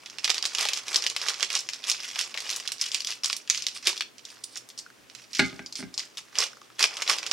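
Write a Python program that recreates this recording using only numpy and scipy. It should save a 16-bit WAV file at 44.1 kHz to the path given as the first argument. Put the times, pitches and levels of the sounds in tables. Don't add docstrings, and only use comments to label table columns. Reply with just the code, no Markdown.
import sys
import numpy as np
from scipy import signal
from scipy.fft import rfft, irfft, next_fast_len
from scipy.io import wavfile

SR = 44100
rng = np.random.default_rng(int(sys.argv[2]) if len(sys.argv) > 2 else 0)


def to_wav(s):
    ch = np.atleast_2d(s).T
    pcm = np.round(np.clip(ch, -1, 1) * 32767)
    wavfile.write(sys.argv[1], SR, pcm.astype(np.int16))


N = 323200


def from_db(db):
    return 10 ** (np.asarray(db) / 20)


def unit_energy(x):
    return x / np.sqrt(np.sum(x ** 2, axis=-1, keepdims=True) + 1e-20)


def at_hz(points, hz):
    table_hz, values = np.transpose(points)
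    return np.interp(np.log(hz), np.log(table_hz), values)


def bins(size):
    return np.maximum(np.arange(size // 2 + 1) * SR / size, 1)


def minimum_phase(spectrum_db):
    cepstrum = irfft(np.log(from_db(spectrum_db)))
    half = cepstrum.shape[-1] // 2
    fold = np.r_[1, np.full(half - 1, 2), np.zeros(half)]
    return unit_energy(irfft(np.exp(rfft(cepstrum * fold))))


def convolve(x, response):
    return signal.oaconvolve(np.atleast_2d(x), np.atleast_2d(response), axes=-1)[:, :N]


def butterworth(x, order, hz, kind):
    return signal.sosfilt(signal.butter(order, hz, kind, fs=SR, output="sos"), x)


def place(starts_s, sounds):
    out = np.zeros(N + sounds.shape[-1])
    for start_s, sound in zip(starts_s, sounds):
        at = int(np.clip(start_s * SR, 0, N))
        out[at:at + len(sound)] += sound
    return out[:N]


def bursts(spectra_db, crack_s, flutter_s, flutter_db, pop_db=-20, size=1024):
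    t = np.arange(size) / SR
    envelope = np.exp(-t / crack_s) + from_db(flutter_db) * np.exp(-t / flutter_s)
    source = unit_energy(rng.standard_normal((len(spectra_db), size)) * envelope)
    source[:, 4] += from_db(pop_db) * rng.choice([-1, 1], len(source))
    sound = signal.fftconvolve(source, minimum_phase(spectra_db), axes=-1)[:, :size]
    return sound / np.sqrt(np.mean(sound[:, :132] ** 2, axis=1, keepdims=True))


# frequency_hz, coherence
COHERENCE = [(100, 0.1), (1000, 0.097), (3000, 0.37), (5500, 0.74), (8000, 0.039), (15000, .1)]
def diffuse_noise(spectrum, size):
    hz = bins(size)
    coherence = at_hz(COHERENCE, hz)
    mid, side = rfft(rng.standard_normal((2, size)))
    stereo = np.sqrt(1 + coherence) * mid + np.sqrt(1 - coherence) * side * [[1], [-1]]
    return irfft(stereo * from_db(at_hz(spectrum, hz)), size)


# frequency_hz, density_db
BACKGROUND_SPECTRUM = [(25, -23), (70, -13), (95, -18.5), (118, 2.5), (150, -8), (260, 0), (450, -2.5),
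                       (800, -7), (1400, -7), (2500, -8.5), (4400, -12.5), (5600, -13), (9000, -16),
                       (16000, -25)]
def background(level_db=-56.5):
    return from_db(level_db) * np.sqrt(N) * unit_energy(diffuse_noise(BACKGROUND_SPECTRUM, N))


# time_s, level_db
RUSTLE = [(0, -58), (.6, -48), (1.5, -55.5), (2.5, -50.5), (3.2, -61), (3.9, -70), (4.1, -82),
          (4.35, -57.5), (4.8, -71.5), (5.9, -64.5), (6.4, -60.5), (6.75, -63), (7, -43.5), (7.33, -49.5)]
# peak_s, level_db, rise_s, fall_s, body_db
SQUEEZES_AND_CUTS = [(0.251, -20, 0.014, 0.0079, 0.5), (0.299, -24.5, 0.023, 0.016, 6),
                     (0.356, -33.5, 0.034, 0.041, 7), (.435, -40, 0.018, 0.14, 11.5),
                     (0.619, -26, 0.11, 0.13, 5), (0.771, -32, 0.032, 0.051, -7),
                     (.96, -29.5, 0.13, .06, 7), (1.059, -37.5, 0.12, 0.091, 8),
                     (1.29, -32.5, 0.19, 0.097, 8), (1.434, -32, 0.088, 0.031, 6.5),
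                     (1.558, -27.5, 0.078, 0.062, 1.5), (1.741, -44.5, 0.12, 0.047, 1),
                     (1.888, -29, 0.063, 0.11, -2), (2.049, -34, .08, 0.18, -11),
                     (2.179, -30.5, 0.042, 0.13, 0), (2.385, -40.5, 0.076, 0.049, 1.5),
                     (2.524, -34, 0.2, 0.097, 4), (2.684, -40, 0.12, 0.065, 2),
                     (2.822, -30, 0.053, 0.1, -20), (2.952, -36.5, 0.058, 0.1, -3),
                     (3.098, -28.5, 0.049, 0.062, -1), (3.257, -30, 0.028, 0.053, 0.5),
                     (3.306, -41, 0.033, 0.14, 3), (3.509, -34, 0.018, 0.27, -7.5),
                     (3.673, -35, .03, 0.02, -3), (3.765, -37.5, 0.027, 0.02, -2),
                     (3.878, -20.5, 0.041, 0.056, -1.5), (3.965, -38.5, .06, 0.035, -4),
                     (4.3, -51, 0.14, 0.071, -11), (4.568, -41, 0.048, 0.023, 5),
                     (5.2, -50.5, 0.14, 0.13, -8), (5.36, -33.5, 0.039, 0.18, -16),
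                     (5.765, -39.5, 0.04, 0.091, -26), (5.995, -36.5, .022, 0.073, 3.5),
                     (6.185, -32, 0.015, 0.014, -0.5), (6.396, -26.5, 0.045, 0.078, 6.5),
                     (6.436, -26.5, 0.059, .03, 4.5), (6.808, -21, .02, .035, 6),
                     (6.843, -25, .02, 0.03, 8.5), (6.92, -40.5, 0.12, 0.22, 10.5),
                     (7.104, -23, 0.052, 0.073, 8.5), (7.265, -47, 0.12, 0.052, 17),
                     (7.316, -26.5, 0.0064, 0.022, 11.5)]
def effort(swing_db=21, rustle_body_db=10.5):
    t = np.arange(N) / SR
    power = from_db(np.interp(t, *np.transpose(RUSTLE))) ** 2
    hollow = power * from_db(rustle_body_db) ** 2
    for peak_s, level_db, rise_s, fall_s, body_db in SQUEEZES_AND_CUTS:
        near = slice(*np.searchsorted(t, [peak_s - 3 * rise_s, peak_s + 3 * fall_s]))
        from_peak = np.maximum((peak_s - t[near]) / rise_s, (t[near] - peak_s) / fall_s)
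        squeeze = from_db(level_db - swing_db * from_peak) ** 2
        power[near] += squeeze
        hollow[near] += squeeze * from_db(body_db) ** 2
    return 10 * np.log10(power), 10 * np.log10(hollow / power)


# frequency_hz, density_db
FILM_SPECTRUM = [(120, -20.5), (230, -29), (350, -10), (600, -8.5), (900, -6.5), (1200, -5), (1500, -9),
                 (2400, -1.5), (3100, -1), (4000, -4.5), (5300, 2), (7000, -8.5), (9200, -17.5),
                 (11500, -17.5), (13000, -24.5), (16000, -31)]
def crackle(work_db, body_db, spread_db=5, gain_db=-2, kinds=12):
    per_s = 1500 * from_db(.35 * (work_db + 30))
    strength = from_db(spread_db * np.minimum(rng.exponential(1, N), 3.5)) * rng.choice([-1, 1], N)
    clicks = (rng.random(N) < per_s / SR) * strength / np.std(strength)
    clicks *= np.sqrt(SR / per_s) * from_db(work_db + gain_db)
    hz, kind = bins(1024), rng.integers(0, kinds, N)
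    centres_hz = np.geomspace(1300, 8000, kinds)[:, None]
    spectra_db = at_hz(FILM_SPECTRUM, hz) + 11 * np.exp(-(np.log2(hz / centres_hz) / .4) ** 2)
    creases = unit_energy(bursts(spectra_db, crack_s=.000083, flutter_s=.0038, flutter_db=-7.5, pop_db=-5))
    pans_db = 2.2 * rng.permutation(np.linspace(-1, 1, kinds))[:, None, None] * [[1], [-1]]
    out = sum(convolve(clicks * (kind == k), creases[k]) * from_db(pans_db[k]) for k in range(kinds))
    body = signal.sosfiltfilt(signal.butter(2, 1500, fs=SR, output="sos"), out)
    out += body * (from_db(body_db) - 1)
    return butterworth(out, 3, 210, "high")


# start_s, level_db, centre_hz
BUCKLES = [(0.0599, -33.5, 3750), (0.099, -36, 4200), (0.1844, -29, 3400), (0.244, -16.5, 3630),
           (0.2773, -22, 2680), (0.3017, -16, 4060), (0.3444, -23, 4500), (0.3809, -22, 3220),
           (0.4261, -20.5, 4370), (0.4537, -18, 3970), (0.5493, -21, 3500), (0.5844, -19, 3510),
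           (.61, -24.5, 4180), (0.6531, -20, 3640), (0.6873, -18.5, 4050), (.734, -19, 4570),
           (0.8822, -25.5, 4400), (0.9439, -20, 4200), (0.959, -12, 5100), (1.0227, -24, 4440),
           (1.0398, -24, 3930), (1.0653, -15.5, 3940), (1.0997, -24.5, 4650), (1.1636, -20, 4070),
           (1.2155, -26, 4860), (1.285, -18, 4740), (1.296, -23, 4430), (1.3424, -31, 3150),
           (1.407, -25.5, 3420), (1.4284, -16, 3270), (1.5023, -23.5, 3030), (1.5522, -17.5, 4750),
           (1.591, -24, 5450), (1.6891, -23.5, 3750), (1.734, -26, 3580), (1.84, -28, 3340),
           (1.8983, -15.5, 5740), (1.9155, -17.5, 5450), (2.0033, -30.5, 3400), (2.1583, -25.5, 2340),
           (2.191, -19.5, 4500), (2.2119, -21.5, 4300), (2.3427, -28, 2700), (2.375, -24.5, 3220),
           (2.404, -29.5, 4500), (2.493, -24, 3600), (2.502, -23, 4500), (2.5621, -25.5, 9300),
           (2.6, -30, 3800), (2.676, -23.5, 4480), (2.7194, -24.5, 6700), (2.813, -16.5, 5680),
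           (2.8632, -27.5, 4160), (2.917, -24.5, 4850), (2.9455, -18, 4300), (3.005, -24, 4600),
           (3.047, -24.5, 4570), (3.0716, -23, 4700), (3.2351, -22.5, 4400), (3.2446, -18.5, 5350),
           (3.2586, -22, 5600), (3.299, -21, 3230), (3.329, -19, 4770), (3.4754, -36.5, 3250),
           (3.4997, -11, 3700), (3.5473, -24, 3170), (3.575, -25.5, 5400), (3.622, -26, 4920),
           (3.667, -17.5, 4600), (3.871, -12, 4560), (3.977, -27.5, 4600), (4.0082, -19, 2700),
           (4.182, -41.5, 4570), (4.252, -33.5, 5600), (4.557, -33, 5100), (4.5734, -32, 7000),
           (4.6889, -40.5, 7650), (4.701, -40, 4200), (4.777, -35, 5200), (4.7894, -29, 5160),
           (5.099, -42, 2840), (5.15, -38, 3820), (5.332, -30.5, 4040), (5.3495, -26.5, 3500),
           (5.6612, -31, 5040), (5.7252, -31, 5450), (5.755, -28, 5140), (5.941, -33, 5440),
           (5.978, -21.5, 5040), (5.994, -24, 5120), (6.172, -30.5, 4600), (6.3546, -28.5, 3520),
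           (6.386, -14.5, 5270), (6.415, -23, 4600), (6.7938, -21.5, 3000), (6.814, -30, 3380),
           (6.8274, -12.5, 4550), (6.8406, -10, 2980), (6.9693, -27, 4350), (7.0207, -21, 3640),
           (7.0773, -20.5, 3760), (7.0967, -13.5, 3540), (7.1394, -28, 3200), (7.185, -24, 4250),
           (7.2298, -28.5, 3300), (7.2646, -24.5, 4080), (7.3132, -18.5, 3700)]
def snaps(rows, body_db, film_ring_hz=5200, skirt_db=-22, ring_db=4.5):
    start_s, level_db, centre_hz = np.transpose(rows)
    hz = bins(1024)
    pan, detune = rng.standard_normal((len(start_s), 2)).T[:, :, None]
    width_octaves = .64 * (1 - .52 * np.exp(-(np.log2(centre_hz / film_ring_hz) / .15) ** 2))
    offset = np.log2(hz / centre_hz[:, None]) / width_octaves[:, None]
    facet = 10 * np.log10(np.exp(-offset ** 2 / 2) + from_db(skirt_db) ** 2)
    ring = ring_db / (1 + ((offset - detune) / .4) ** 2)
    body = np.interp(start_s, np.arange(N) / SR, body_db)[:, None] / (1 + (hz / 1500) ** 4)
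    spectra_db = .65 * at_hz(FILM_SPECTRUM, hz) + .86 * facet + ring + .7 * body
    flutter_db = np.clip(-5 - .5 * (level_db[:, None] + 26), -5.5, 2)
    crack_s, flutter_s = .00088, .0052
    mid = bursts(spectra_db, crack_s, flutter_s, flutter_db, pop_db=-14)
    side = from_db(-13) * bursts(spectra_db + 7 * np.log2(hz / 4000), crack_s, flutter_s, flutter_db=-7)
    gain = from_db(level_db - 1.6)[:, None]
    stereo = [place(start_s, gain * (mid + sign * side) * from_db(sign * 1.87 * pan)) for sign in (1, -1)]
    return butterworth(stereo, 4, 250, "high")


def neighbour_snaps(body_db, lag_s=.009, loss_db=9, ceiling_db=-24, scatter_octaves=.33):
    start_s, level_db, centre_hz = np.transpose(BUCKLES)
    late, jitter_db, high = rng.standard_normal((len(start_s), 3)).T
    rows = np.transpose([start_s + lag_s * np.exp(.5 * late),
                         np.minimum(level_db - loss_db + jitter_db, ceiling_db),
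                         centre_hz * 2 ** (scatter_octaves * high)])
    return snaps(rows, body_db)


def small_snaps(work_db, body_db, per_s=45, over_db=5, ceiling_db=-26, centre_hz=4100):
    step_s = .005
    slots_s = np.arange(0, N / SR - step_s, step_s)
    chance, late = rng.random((2, len(slots_s)))
    jitter_db, high = rng.standard_normal((2, len(slots_s)))
    level_db = np.minimum(work_db[(slots_s * SR).astype(int)] + over_db + jitter_db, ceiling_db)
    rows = np.transpose([slots_s + step_s * late, level_db, centre_hz * 2 ** (.27 * high)])
    return snaps(rows[chance < per_s * step_s], body_db)


# start_s, level_db, pitch_hz
LIGHT_TAPS = [(.655, -30.5, 795), (3.301, -32, 1240), (3.767, -45, 1180), (3.874, -34.5, 357),
              (3.929, -40.5, 990), (4.007, -51, 1290), (4.863, -40.5, 1490), (4.902, -46, 1510),
              (6.532, -43, 1510), (6.570, -45.5, 1350), (6.616, -44, 1170), (6.702, -47.5, 1290)]
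def taps(width_octaves=.24, film_db=-19):
    start_s, level_db, pitch_hz = np.transpose(LIGHT_TAPS)
    hz = bins(1024)
    resonance = 1 / (1 + (np.log2(hz / pitch_hz[:, None]) / width_octaves) ** 2) ** 2
    spectra_db = 10 * np.log10(resonance + from_db(at_hz(FILM_SPECTRUM, hz) + film_db) ** 2)
    ticks = bursts(spectra_db, crack_s=.0007, flutter_s=.003, flutter_db=-8)
    return place(start_s, ticks * from_db(level_db)[:, None])


# start_s, length_s, level_db
SLIPS = [(3.739, 0.044, -39.5), (4.288, 0.048, -52.5), (4.436, 0.0099, -32.5), (4.463, 0.17, -52.5),
         (4.776, 0.021, -40), (5.748, 0.08, -42)]
# frequency_hz, density_db
FRICTION_SPECTRUM = [(1000, -54), (3000, 2), (5200, 11.5), (7000, 0.5), (9300, 6), (11000, -9),
                     (13000, -10), (16000, -13)]
def slides(grain_db=4):
    t = np.arange(N) / SR
    swell = sum(from_db(level_db) * np.sin(np.pi * np.clip((t - start_s) / length_s, 0, 1))
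                for start_s, length_s, level_db in SLIPS)
    noise = rng.standard_normal(N)
    roughness = from_db(grain_db * np.repeat(rng.standard_normal(N), 32)[:N])
    grains = np.sqrt(N) * unit_energy(noise * roughness)
    return convolve(grains * swell, minimum_phase(at_hz(FRICTION_SPECTRUM, bins(1024))))


# start_s, level_db, contact_cutoff_hz
BLOWS = [(4.985, -14, 70), (5.026, -19, 69), (5.3933, 4.5, 3800), (5.3981, 3, 3760), (5.4212, 6, 220),
         (5.453, -3, 70), (5.505, -27, 3000), (5.528, -9.5, 350), (5.593, -10, 1065), (5.791, -15, 900),
         (5.804, -12, 690), (5.827, -7.5, 597), (5.838, -4, 130)]
# pitch_hz, level_db, t60_s
STRUCK_MODES = [(75.7, -47, .27), (120, -48, .22), (180, -24.5, 0.11), (204, -47, 0.21), (259.8, -34, 0.19),
                (291, -35, 0.19), (400, -38.5, 0.12), (670, -28, 0.049), (823, -38.5, 0.11),
                (1250, -47.5, 0.32), (1421, -35.5, 0.22), (1580, -29.5, 0.15), (1660, -28, 0.06),
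                (1975, -37, 0.17), (2080, -36.5, 0.21), (2230, -31, 0.2), (2510, -33.5, 0.084),
                (3560, -41.5, 0.25), (4360, -33, 0.18)]
# frequency_hz, density_db
CONTACT_SPECTRUM = [(100, -21.5), (250, 6.5), (500, -12), (800, -9.5), (1050, -8), (1500, -7.5),
                    (2200, 4.5), (3200, -7), (4500, 1), (7000, -5.5), (16000, -32)]
def thump(crack_db=-17, ring_db=-1, rattle_hz=1200):
    start_s, level_db, cutoff_hz = np.transpose(BLOWS)
    hz, mode_db, t60_s = np.transpose(STRUCK_MODES)
    t = np.arange(SR // 2) / SR
    cycles = hz[:, None] * t
    knots_s = np.arange(0, .51, .008)
    jolts = rng.standard_normal((len(hz), len(knots_s), 2)) @ [1, 1j]
    shake = np.array([np.interp(t, knots_s, row) for row in jolts])
    rattle = 1 + shake * np.minimum(hz[:, None] / rattle_hz, 1) ** 2
    decay = from_db(mode_db[:, None] - 60 * t / t60_s[:, None])
    swell = 1 - np.exp(-cycles / 1.6)
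    polarity = (-1) ** np.arange(len(hz))[:, None]
    modes = polarity * swell * decay * np.imag(rattle * np.exp(2j * np.pi * cycles))
    strengths = from_db(level_db[:, None] + ring_db + rng.normal(0, 1, (len(start_s), len(hz))))
    strengths /= np.sqrt(1 + (hz / cutoff_hz[:, None]) ** 3)
    spectra_db = np.tile(at_hz(CONTACT_SPECTRUM, bins(1024)), (len(start_s), 1))
    cracks = bursts(spectra_db, crack_s=.0015, flutter_s=.005, flutter_db=-5)
    cracks = np.array([butterworth(crack, 1, f, "low") for crack, f in zip(cracks, cutoff_hz)])
    cracks *= from_db(level_db + crack_db)[:, None]
    return place(start_s, strengths @ modes) + place(start_s, cracks)


# delay_s, level_db
REFLECTIONS = [(.0026, -15.5), (.0052, -18), (.0089, -37), (0.0097, -40), (0.0122, -22.5)]
# frequency_hz, density_db
TAIL_SPECTRUM = [(100, 12), (350, 5.5), (1000, -11), (2500, 3), (5500, 1.5), (9000, 8.5), (15000, 9)]
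# centre_hz, t60_s
TAIL_DECAY = [(200, 0.15), (800, 0.65), (2000, 0.21), (5500, 0.23), (12000, 0.098)]
def room_response(wet_db=-6, onset_s=.0019, size=16384):
    t, hz = np.arange(size) / SR, bins(size)
    noise, tail = rfft(diffuse_noise(TAIL_SPECTRUM, size)), 0
    for centre_hz, t60_s in TAIL_DECAY:
        band = at_hz([(f, f == centre_hz) for f, _ in TAIL_DECAY], hz)
        tail = tail + irfft(noise * band, size) * from_db(-60 * t / t60_s)
    tail *= 1 - np.exp(-(t / onset_s) ** 2)
    early = np.zeros(size)
    for delay_s, level_db in REFLECTIONS:
        early[int(delay_s * SR * (1 + .06 * rng.uniform(-1, 1)))] += from_db(level_db)
    early = butterworth(early, 1, 600, "high")
    return early + from_db(wet_db) * unit_energy(tail)


def moving_in_room(x, places=5, places_per_s=16):
    position = np.arange(N) / SR * places_per_s % places
    distances = [np.minimum(abs(position - k), places - abs(position - k)) for k in range(places)]
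    fades = [np.cos(np.pi / 2 * np.minimum(d, 1)) for d in distances]
    return x + sum(convolve(x * fade, room_response()) for fade in fades)


# frequency_hz, left_minus_right_db
LEVEL_DIFFERENCE = [(100, -2), (260, -.5), (550, 4.5), (1200, 1.5), (2200, -.5), (3200, -2.7), (5000, -2.2),
                    (7500, -7), (11000, -5), (14000, 2)]
# frequency_hz, left_lead_rad
PHASE_DIFFERENCE = [(100, 0), (260, .35), (780, -.15), (3100, -.3), (6300, -.2), (9000, 0), (11500, -.3),
                    (13000, -2.8), (16000, -3)]
def microphone_ports(x):
    size = next_fast_len(N + SR // 4)
    hz, sides = bins(size), np.array([[.5], [-.5]])
    gain = from_db(sides * at_hz(LEVEL_DIFFERENCE, hz))
    phase = sides * at_hz(PHASE_DIFFERENCE, hz)
    return irfft(rfft(x, size) * gain * np.exp(1j * phase), size)[:, :N]


def scene():
    hiss = background()
    blows = thump()
    blows = blows + from_db(1) * convolve(blows, room_response())
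    work_db, body_db = effort()
    bag = snaps(BUCKLES, body_db) + crackle(work_db, body_db) + slides() + taps()
    bag += neighbour_snaps(body_db) + small_snaps(work_db, body_db)
    return microphone_ports(moving_in_room(bag) + blows) + hiss


def record(dry, cutoff_hz=16200):
    low_pass = signal.ellip(10, .1, 80, cutoff_hz, fs=SR, output="sos")
    return signal.sosfilt(low_pass, np.clip(dry, -1, 1))


dry = scene()
out = record(dry)
to_wav(out)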